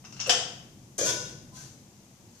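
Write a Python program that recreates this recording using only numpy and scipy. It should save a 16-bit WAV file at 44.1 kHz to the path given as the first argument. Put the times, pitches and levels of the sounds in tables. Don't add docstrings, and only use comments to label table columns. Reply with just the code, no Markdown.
import sys
import numpy as np
from scipy import signal
from scipy.fft import rfft, irfft, next_fast_len
from scipy.io import wavfile
from scipy.ndimage import map_coordinates

SR = 44100
rng = np.random.default_rng(int(sys.argv[2]) if len(sys.argv) > 2 else 0)


def int16_out(signal):
    q = np.round(np.clip(np.atleast_2d(signal).T, -1, 1) * 32767)
    wavfile.write(sys.argv[1], SR, q.astype(np.int16))


N = 105840

CONTACT_T60_S, RING_ATTACK_S = 0.0083, 0.0052
# frequency in Hz, left-right correlation.
STEREO_CORRELATION = [(100, 0.94), (300, 0.94), (600, 0.66), (1200, 0.079), (3000, 0), (12000, 0.066)]


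def amp(db):
    return 10 ** (np.asarray(db) / 20)


def unit_rms(x):
    return x / np.sqrt(np.mean(x ** 2) + 1e-20)


def curve_at(points, hz):
    freqs, values = np.transpose(points)
    return np.interp(np.log(hz + 1), np.log(freqs + 1), values)


def add(out, start, x):
    i = max(round(start * SR), 0)
    out[:, i:i + x.shape[1]] += x[:, :max(N - i, 0)]


def filtered(x, response):
    n = x.shape[-1]
    size = next_fast_len(n + 8192)
    return irfft(rfft(x, size) * response(np.fft.rfftfreq(size, 1 / SR)), size)[..., :n]


def through_body(x, colour, size=4096):
    cepstrum = irfft(np.log(amp(curve_at(colour, np.fft.rfftfreq(size, 1 / SR))) + 1e-6))
    cepstrum[1:size // 2] *= 2
    cepstrum[size // 2 + 1:] = 0
    body = irfft(np.exp(rfft(cepstrum)))
    return signal.fftconvolve(x, body / np.linalg.norm(body))


def stereo_angle(hz):
    return np.arccos(np.clip(curve_at(STEREO_CORRELATION, hz), -1, 1))


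def diffuse_noise(n):
    def mid_side_gains(hz):
        angle = stereo_angle(hz) / 2
        return np.array([np.cos(angle), np.sin(angle)])
    mid, side = filtered(rng.standard_normal((2, n)), mid_side_gains)
    return np.array([mid + side, mid - side])


def tiled_room(x):
    # frequency in Hz, T60 in seconds.
    decay = [(150, 1), (500, 0.64), (1500, 0.67), (3500, 0.58), (6000, 0.57), (9000, 0.51), (14000, 0.25)]
    build_s, early_db, early_s, direct_db = 0.0007, 5.5, 0.014, -9
    hz, t, spectrum = signal.stft(diffuse_noise(SR), SR, nperseg=256)
    impulse = signal.istft(spectrum * amp(-60 * t / curve_at(decay, hz)[:, None]), SR, nperseg=256)[1]
    t = np.arange(impulse.shape[1]) / SR
    impulse *= (1 - np.exp(-t / build_s)) * amp(early_db * np.exp(-t / early_s))
    impulse /= np.linalg.norm(impulse[0])
    impulse[0, 0] += amp(direct_db)
    impulse[1, 2] += amp(direct_db)
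    return signal.fftconvolve(x[None], impulse, axes=1)


def impact(colour, t60):
    t = np.arange(SR // 10) / SR
    force = rng.standard_normal(len(t)) * amp(-60 * t / t60)
    force *= 0.69 / np.linalg.norm(force)
    force[0] += 1
    force *= np.sqrt(SR / 100) / np.linalg.norm(force)
    return tiled_room(through_body(force, colour))


def ring(modes, attack):
    waver_hz, swell_db, drift_rad = 40, 1.5, 0.65
    t = np.arange(SR) / SR
    out = np.zeros((2, SR))
    for hz, db, t60 in modes:
        phase = rng.uniform(0, 2 * np.pi)
        for channel in out:
            drift, swell = [map_coordinates(rng.standard_normal(64), [t * waver_hz]) for _ in range(2)]
            envelope = amp(db + swell_db * swell - 60 * t / t60)
            channel += envelope * np.sin(2 * np.pi * hz * t + phase + drift_rad * drift)
            phase += stereo_angle(hz)
    return out * (1 - np.exp(-t / attack))


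def friction(strokes, colour):
    slips_per_s, spread_db = 1500, 3.5
    out = np.zeros((2, N))
    t = np.arange(SR // 2) / SR
    for start, length, db, attack, release in strokes:
        slips = (rng.random(len(t)) < slips_per_s / SR) * rng.choice([-1, 1], len(t))
        slips = slips * amp(spread_db * rng.standard_normal(len(t)))
        pressure = np.minimum(t / attack, 1) * np.exp(-np.maximum(t - length, 0) / (release / 2))
        add(out, start, amp(db) * tiled_room(through_body(unit_rms(slips) * pressure, colour)))
    return out


def room_tone():
    # frequency in Hz, level in dB.
    rumble_colour = [(15, -37), (25, -19.5), (87, -10.5), (130, 2), (168, -8.5), (195, -3.5), (292, -12.5),
                     (325, -10.5), (425, -20), (609, -22.5), (900, -29.5), (1170, -35), (1980, -120)]
    hiss_colour = [(500, -3), (800, -2), (1500, -10.5), (2500, -8.5), (4300, -10), (5500, -7), (6400, -2.5),
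                   (8000, -9.5), (10000, -13.5), (14500, -16.5)]
    # time in seconds, level in dB.
    rumble_ride = [(0.0, -55), (0.35, -47.5), (0.98, -54.5), (1.02, -45), (2.21, -57.5), (2.27, -52),
                   (2.4, -61)]
    def bed(colour):
        return unit_rms(filtered(diffuse_noise(N), lambda hz: amp(curve_at(colour, hz))))
    rumble_db = np.interp(np.arange(N) / SR, *np.transpose(rumble_ride))
    return amp(rumble_db) * bed(rumble_colour) + amp(-59.5) * bed(hiss_colour)


def lift_off():
    # start and length in seconds, level in dB, attack and release in seconds.
    rubs = [(1.515, 0.098, -47.5, 0.049, .1), (2.27, .13, -63, .08, .05)]
    # frequency in Hz, level in dB.
    rub_colour = [(400, -8), (1020, -6.5), (1250, -9.5), (1550, -5), (2100, -11.5), (3900, -6),
                  (4450, -2.5), (5400, -5.5), (6050, 4), (7000, -1), (7900, -6), (8450, -4.5),
                  (9500, -12.5), (12000, -10), (14500, -32)]
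    # start in seconds, pitch in Hz, level in dB.
    squeaks = [(1.522, 1020, -52), (1.572, 1555, -53), (1.545, 4480, -57), (1.53, 8450, -61),
               (1.57, 6080, -54)]
    out = friction(rubs, rub_colour)
    for start, hz, db in squeaks:
        add(out, start, ring([(hz, db, 0.39)], attack=0.0047))
    return out


def wheel_ticks():
    # start in seconds, axle level in dB, click level in dB.
    ticks = [(.042, -46, -58), (0.049, -51, -44.5), (0.125, -49.5, -46.5), (0.166, -50.5, -49.5),
             (0.1944, -42, -46), (0.2012, -42.5, -30), (.211, -41.5, -37.5), (0.261, -35, -39)]
    # frequency in Hz, level in dB.
    axle_colour = [(300, -26.5), (1200, -11), (2520, -15.5), (2700, 2.5), (2880, -4.5), (4200, -27),
                   (9000, -54)]
    click_colour = [(500, -21.5), (2000, -12.5), (4500, -7.5), (5250, 2), (5900, 0.5), (7000, -5.5),
                    (10000, -26), (14000, -41.5)]
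    out = np.zeros((2, N))
    for start, axle_db, click_db in ticks:
        add(out, start, amp(axle_db) * impact(axle_colour, CONTACT_T60_S))
        add(out, start, amp(click_db) * impact(click_colour, CONTACT_T60_S))
    return out


def track_knocks():
    # start in seconds, level in dB.
    thumps = [(.268, -35.5), (.276, -31.5), (.984, -34.5), (.989, -29.5), (1.010, -29), (1.033, -29),
              (1.073, -40), (1.105, -37)]
    snaps = [(0.27, -38), (0.2971, -33.5), (0.9809, -31), (1.054, -33), (1.06, -36)]
    # frequency in Hz, level in dB.
    track_colour = [(60, -52), (230, -19), (340, -1), (430, -4.5), (510, 4.5), (660, -3), (830, -21.5),
                    (1400, -15), (3000, -28.5), (8000, -42)]
    rim_colour = [(1000, -30), (4500, -9), (6300, -1.5), (8500, -2), (12500, -11), (15000, -36)]
    out = np.zeros((2, N))
    for start, db in thumps:
        add(out, start, amp(db) * impact(track_colour, t60=0.09))
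    for start, db in snaps:
        add(out, start, amp(db) * impact(rim_colour, t60=0.0074))
    return out


def shove():
    # start and length in seconds, level in dB, attack and release in seconds.
    scrapes = [(.980, 0.085, -30.5, 0.0014, 0.041)]
    rolls = [(1.052, 0.043, -29, 0.022, .03), (1.15, .08, -46.5, 0.017, 0.15)]
    # frequency in Hz, level in dB.
    scrape_colour = [(100, -46), (900, -30), (1300, -10), (1750, -6), (2020, -46), (2350, 0), (2650, -19),
                     (3400, -2.5), (3750, -11), (4100, -4.5), (5500, -3), (6100, 7), (7100, 1.5),
                     (8500, -17.5), (11500, -16.5), (14500, -37)]
    roll_colour = [(410, -46), (700, -7), (893, -15.5), (1000, -0.5), (1280, -25), (1510, 1.5), (1590, -10),
                   (3020, -10), (3350, -2.5), (3950, -9.5), (6270, 2.5), (8000, -11), (12700, -17),
                   (13500, -38), (15000, -84)]
    # start in seconds, level in dB.
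    jolts = [(1.057, -42), (1.161, -49)]
    # frequency in Hz, level in dB, T60 in seconds.
    fitting_modes = [(987, 3.5, 0.39), (1476, 7, 0.63), (2500, -16, 0.39), (2785, -1, 0.58),
                     (3400, 5, 0.48), (3760, 1, 0.72), (5080, 4.5, 0.63), (5800, -18, 0.43),
                     (5770, -5, 0.3), (6640, 7, 0.5)]
    out = friction(scrapes, scrape_colour) + friction(rolls, roll_colour)
    for start, db in jolts:
        add(out, start, amp(db) * ring(fitting_modes, RING_ATTACK_S))
    return out


def carriage_clacks():
    # start in seconds, level in dB.
    clacks = [(.2945, -18), (.2968, -18.5), (0.3058, -26)]
    # frequency in Hz, level in dB.
    clack_colour = [(100, -53), (350, -8), (495, -3.5), (590, -18.5), (705, 4.5), (860, -6.5), (1300, -4),
                    (1760, -3), (2360, -6), (3050, 5), (4100, -5), (5750, 0), (7000, -2), (9100, -14),
                    (10500, -28), (14500, -48)]
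    # frequency in Hz, level in dB, T60 in seconds.
    carriage_modes = [(493.7, 6, 0.57), (695, 8, 0.18), (1781, 7, 0.33), (2692, -3, 0.19),
                      (3060, 12.5, 0.19), (5500, -4, 0.53), (5500, 8, 0.32), (5815, 12, 0.23),
                      (6100, 8, 0.22), (6460, 10, 0.54)]
    out = np.zeros((2, N))
    for start, db in clacks:
        add(out, start, amp(db) * impact(clack_colour, CONTACT_T60_S))
    start, hardest_db = max(clacks, key=lambda row: row[1])
    add(out, start, amp(hardest_db - 21) * ring(carriage_modes, RING_ATTACK_S))
    return out


def scene():
    return room_tone() + lift_off() + wheel_ticks() + track_knocks() + shove() + carriage_clacks()


def record(dry):
    # frequency in Hz, left minus right in dB.
    balance = [(60, -1.5), (99, -0.5), (160, 2), (270, 2), (450, 1), (740, 1.5), (1220, 2.5), (2010, 5),
               (3330, 3.5), (5500, 10), (9080, -1), (15000, 2)]
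    top_hz = 14800
    split = np.array([[.5], [-.5]])
    return filtered(dry, lambda hz: amp(curve_at(balance, hz) * split) * (hz < top_hz))


dry = scene()
out = record(dry)
int16_out(out)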